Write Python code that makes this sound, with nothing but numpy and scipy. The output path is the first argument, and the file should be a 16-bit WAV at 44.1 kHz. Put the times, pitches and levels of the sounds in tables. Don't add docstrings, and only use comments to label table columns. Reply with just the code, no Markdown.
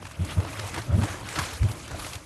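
import sys
import numpy as np
from scipy import signal
from scipy.io import wavfile
from scipy.ndimage import uniform_filter1d

SR = 44100
rng = np.random.default_rng(int(sys.argv[2]) if len(sys.argv) > 2 else 0)


def int16_out(signal):
    q = np.round(np.clip(np.atleast_2d(signal).T, -1, 1) * 32767)
    wavfile.write(sys.argv[1], SR, q.astype(np.int16))


N = 99225
T = np.arange(N) / SR


def undb(db):
    return 10 ** (np.asarray(db) / 20)


def unit(x):
    return x / np.sqrt(np.mean(x ** 2))


def band(x, hz, width_hz):
    b, a = signal.iirpeak(min(hz, 0.45 * SR), hz / width_hz, fs=SR)
    return signal.lfilter(b, a, x)


def noise():
    return rng.standard_normal(N)


def walk(rate_hz):
    hold = int(SR / rate_hz)
    steps = np.repeat(rng.standard_normal(size=1024), hold)[:N]
    return unit(uniform_filter1d(uniform_filter1d(steps, hold), hold))


def add(out, x, start_s):
    i = max(int(start_s * SR), 0)
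    out[i:i + len(x)] += x[:max(N - i, 0)]


GULP_DB, GULP_OCTAVE_DB, GULP_RING_DB = -3, -17, -9.5
GULP_WOBBLE_HZ, GULP_ROUGH_DB = 6, 1.2
CHURN_DB, CHURN_HZ, CHURN_LAG_S = -21.5, 200, 0.0083

# (time of peak [s], level [dB], earlier pitch [Hz], later pitch [Hz], length [s])
BIG_BUBBLES = [(0.222, -20.5, 93, 99, 0.069), (0.204, -24, 159, 175, 0.027), (.236, -25, 183, 228, 0.023),
               (.375, -24, 149, 190, 0.04), (.938, -35.5, 565, 600, 0.056),
               (1.948, -30.5, 600, 764, 0.0086), (0.262, -33.5, 273, 317, 0.025),
               (0.287, -36.5, 103, 113, 0.066), (0.388, -13, 96, 99.5, 0.039), (.6, -31, 94, 104, 0.11),
               (0.659, -30, 95, 103, 0.04), (0.782, -29, 307, 345, 0.03), (0.801, -30, 98, 111, 0.047),
               (0.903, -20.5, 106, 117, 0.041), (0.941, -13.5, 75.7, 98.3, 0.053),
               (.968, -20, 139, 189, 0.028), (.99, -21.5, 192, 274, 0.054), (.991, -16, 94, 104, 0.024),
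               (1.033, -20, 102, 96, 0.048), (1.021, -22, 186, 203, 0.021), (1.111, -30.5, 86, 96, 0.054),
               (1.049, -25.5, 277, 314, 0.031), (1.393, -23.5, 132, 158, 0.021),
               (1.425, -30.5, 91, 102, 0.06), (1.552, -32.5, 80, 84, 0.061), (1.619, -14, 65.4, 69, 0.031),
               (1.638, -15, 95, 105, 0.021), (1.657, -14.5, 90, 97, 0.036), (1.698, -25, 97, 104, 0.066),
               (1.945, -32.5, 66, 74, 0.07), (2.163, -31, 89, 100, 0.028)]


def gulps():
    tones, heave = np.zeros(N), np.zeros(N)
    wobble = GULP_WOBBLE_HZ * walk(70)
    for peak_s, db, early_hz, late_hz, length_s in BIG_BUBBLES:
        u = np.linspace(-1, 1, int(2 * length_s * SR))
        waver = np.interp(peak_s + u * length_s, T, wobble)
        pitch = early_hz * (late_hz / early_hz) ** (u + 0.5) + waver
        phase = 2 * np.pi * np.cumsum(pitch) / SR
        phase = phase - phase[len(u) // 2]
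        swell = undb(db + GULP_DB) * np.exp(-(u / 0.38) ** 2)
        tone = np.cos(phase) + undb(GULP_OCTAVE_DB) * np.cos(2 * phase)
        add(tones, swell * tone, peak_s - length_s)
        add(heave, swell, peak_s - length_s + CHURN_LAG_S)
    mud = unit(band(band(noise(), CHURN_HZ, 160), CHURN_HZ, 260))
    churn = mud * undb(CHURN_DB + 0.8 * walk(60.8))
    out = tones * undb(GULP_ROUGH_DB * walk(90)) + heave * churn
    return out + undb(GULP_RING_DB) * shaft(out)


# (centre [Hz], width [Hz], gain [dB])
SHAFT_RESONANCES = [(63, 62, -7), (96, 61, 0.5), (195, 610, -15.5), (308, 65, -3.5), (601, 95, 6)]


def shaft(x):
    return sum(undb(db) * band(x, hz, width_hz) for hz, width_hz, db in SHAFT_RESONANCES)


SPLASH_RISE_S, SPLASH_GROWTH = 0.0041, 0.14
SPLASH_WIDTH = 0.57
SPLASH_DB, SPRAY_DB = -11, 3

# (time [s], level [dB], centre [Hz], spray level [dB])
MUD_SPLASHES = [(0.023, -27.5, 784, -26), (0.052, -27, 1060, -29), (0.068, -29.5, 1310, -5),
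                (0.111, -29.5, 940, -9), (0.248, -27, 706, -6), (0.308, -33, 703, 5),
                (0.403, -23.5, 700, -17), (0.448, -23, 695, -33), (0.539, -30.5, 1330, -19),
                (0.594, -20.5, 1440, -11), (0.742, -22, 1360, -9), (0.761, -24, 1450, -17),
                (0.779, -18.5, 790, -19), (0.789, -29.5, 1500, -1), (0.819, -30.5, 2200, -2),
                (1.021, -23, 1010, -26), (1.035, -17.5, 840, -11), (1.085, -26.5, 1220, -28),
                (1.142, -34, 1120, -28), (1.288, -24, 2250, -5.5), (1.327, -27, 1320, -23),
                (1.357, -17.5, 1390, -37), (1.388, -14.5, 1550, -10), (1.533, -28.5, 1240, 13),
                (1.629, -25, 840, -14), (1.687, -29, 1060, -21), (1.714, -26.5, 806, 2),
                (1.878, -30, 1320, -1), (1.91, -27, 730, -5), (1.996, -27, 1260, -9),
                (2.045, -25.5, 2080, -19), (2.064, -24.5, 710, -7), (2.133, -24, 2580, -11),
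                (2.154, -25.5, 2620, -3)]


def splashes():
    crackle = undb(3.5 * walk(400))
    out, t = np.zeros(N), np.arange(int(0.1 * SR)) / SR
    for time_s, db, hz, spray_db in MUD_SPLASHES:
        body_noise, spray_noise, upper_noise = rng.standard_normal(size=(3, len(t)))
        body = unit(band(body_noise, hz, SPLASH_WIDTH * hz))
        upper = unit(band(band(upper_noise, 2.25 * hz, 2 * hz), 2.25 * hz, 2 * hz))
        spray = unit(band(spray_noise, 5440, 5700))
        wet = body + undb(-11.5) * upper + undb(spray_db + SPRAY_DB) * spray
        u = t / (SPLASH_RISE_S * undb(SPLASH_GROWTH * (db + 25)))
        shape = (u * np.exp(1 - u)) ** 1.33
        rough = shape * np.interp(time_s + t, T, crackle) * wet
        add(out, undb(db + SPLASH_DB) * unit(rough) * np.sqrt(np.mean(shape ** 2)), time_s - 0.002)
    return out


# (time [s], slosh level [dB], steam hiss level [dB], rumble level [dB])
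BOILING = [(0.0, -45.5, -58, -43), (0.03, -51.5, -50.5, -42.5), (0.18, -47.5, -53, -49.5),
           (0.32, -39, -40, -36), (0.36, -49, -47.5, -44), (0.38, -39, -48, -37), (0.68, -37, -39.5, -43.5),
           (0.71, -42.5, -43.5, -37.5), (0.79, -33, -44, -35), (0.81, -46.5, -43.5, -43),
           (0.91, -47, -53, -33.5), (0.93, -41, -51, -29.5), (1.05, -35, -40.5, -38),
           (1.22, -39.5, -47, -38.5), (1.33, -40, -40.5, -46.5), (1.38, -28, -37, -41),
           (1.42, -34, -34, -40), (1.59, -43.5, -46, -49), (1.7, -40.5, -47, -35.5),
           (1.83, -48, -45.5, -46), (1.94, -40, -48, -36), (2.0, -41, -41.5, -37), (2.11, -47, -45, -44),
           (2.15, -42, -44.5, -50), (2.25, -56.5, -53.5, -46)]
SLOSH, HISS, RUMBLE = 1, 2, 3


def boil(column):
    table = np.array(BOILING)
    return np.interp(T, table[:, 0], table[:, column])


POPS_PER_S, POP_LOW_HZ, POP_HIGH_HZ, POP_CYCLES, POP_DB = 500, 256.5, 7860, 12, -7.5
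DROPS_PER_S, DROP_LOW_HZ, DROP_HIGH_HZ, DROP_CYCLES, DROP_DB = 1100, 2002, 11450, 12.8, -5.5
POP_GLIDE, POP_SPREAD_DB = 0.2, 4


def pops(per_s, low_hz, high_hz, cycles, tilt_db):
    out = np.zeros(N)
    count = int(per_s * N / SR)
    for when, pitch, size in rng.random(size=(4000, 3))[:count]:
        hz = low_hz * (high_hz / low_hz) ** pitch
        c = np.arange(int(3 * cycles * SR / hz)) * hz / SR
        rising = c * (1 + POP_GLIDE * c / cycles / 6)
        tone = np.sin(2 * np.pi * rising) * np.exp(-2 * c / cycles)
        level_db = -POP_SPREAD_DB * np.log(1.02 - size) + tilt_db * pitch
        add(out, undb(level_db) * tone, when * N / SR)
    return unit(out)


def fizz():
    bubbles = pops(POPS_PER_S, POP_LOW_HZ, POP_HIGH_HZ, POP_CYCLES, -2.5)
    drops = pops(DROPS_PER_S, DROP_LOW_HZ, DROP_HIGH_HZ, DROP_CYCLES, -0.25)
    return bubbles * undb(boil(SLOSH) + POP_DB) + drops * undb(boil(HISS) + DROP_DB)


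SLOSH_HZ, HISS_HZ = 1080, 4200
RUSH_DB, SURGE_DB, FLICKER_DB = -3.5, 0.76, 2.74

# (frequency [Hz], level per Hz [dB])
RUSH_COLOUR = [(240, -32), (400, -7.5), (1340, -3), (1500, -6), (4010, -11.5), (4900, -15.5), (5810, -10),
               (9290, -17), (12000, -4), (13000, -25.5)]


def rush():
    out, surge, slosh, hiss = 0, walk(13.8), boil(SLOSH), boil(HISS)
    centres = 400 * 2 ** (np.arange(16) / 3)
    table = np.array(RUSH_COLOUR)
    per_hz_db = np.interp(np.log(centres), np.log(table[:, 0]), table[:, 1])
    colour = per_hz_db + 10 * np.log10(centres)
    power = undb(colour) ** 2
    colour = colour - 10 * np.log10(power[centres > 3000].sum())
    for hz, db in zip(centres, colour):
        high = np.clip(np.log(hz / SLOSH_HZ) / np.log(HISS_HZ / SLOSH_HZ), 0, 1)
        boil_db = high * hiss + (1 - high) * slosh
        steam = unit(band(band(noise(), hz, hz / 3), hz, hz / 2))
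        flicker_db = FLICKER_DB * walk(24.5) + 2.0 * walk(110)
        out = out + steam * undb(db + boil_db + RUSH_DB + SURGE_DB * surge + flicker_db)
    return out


def rumble():
    deep = signal.lfilter(*signal.butter(2, 350, fs=SR), noise())
    uneven = band(deep, 100, 260) * undb(1.5 * walk(30))
    return unit(shaft(uneven)) * undb(boil(RUMBLE))


def scene():
    return (gulps() + rumble() + splashes() + fizz() + rush())[None]


def record(dry):
    no_bass = signal.sosfilt(signal.butter(2, 35, "high", fs=SR, output="sos"), dry)
    return signal.sosfilt(signal.ellip(12, 0.3, 80, 12080, fs=SR, output="sos"), no_bass)


dry = scene()
out = record(dry)
int16_out(out)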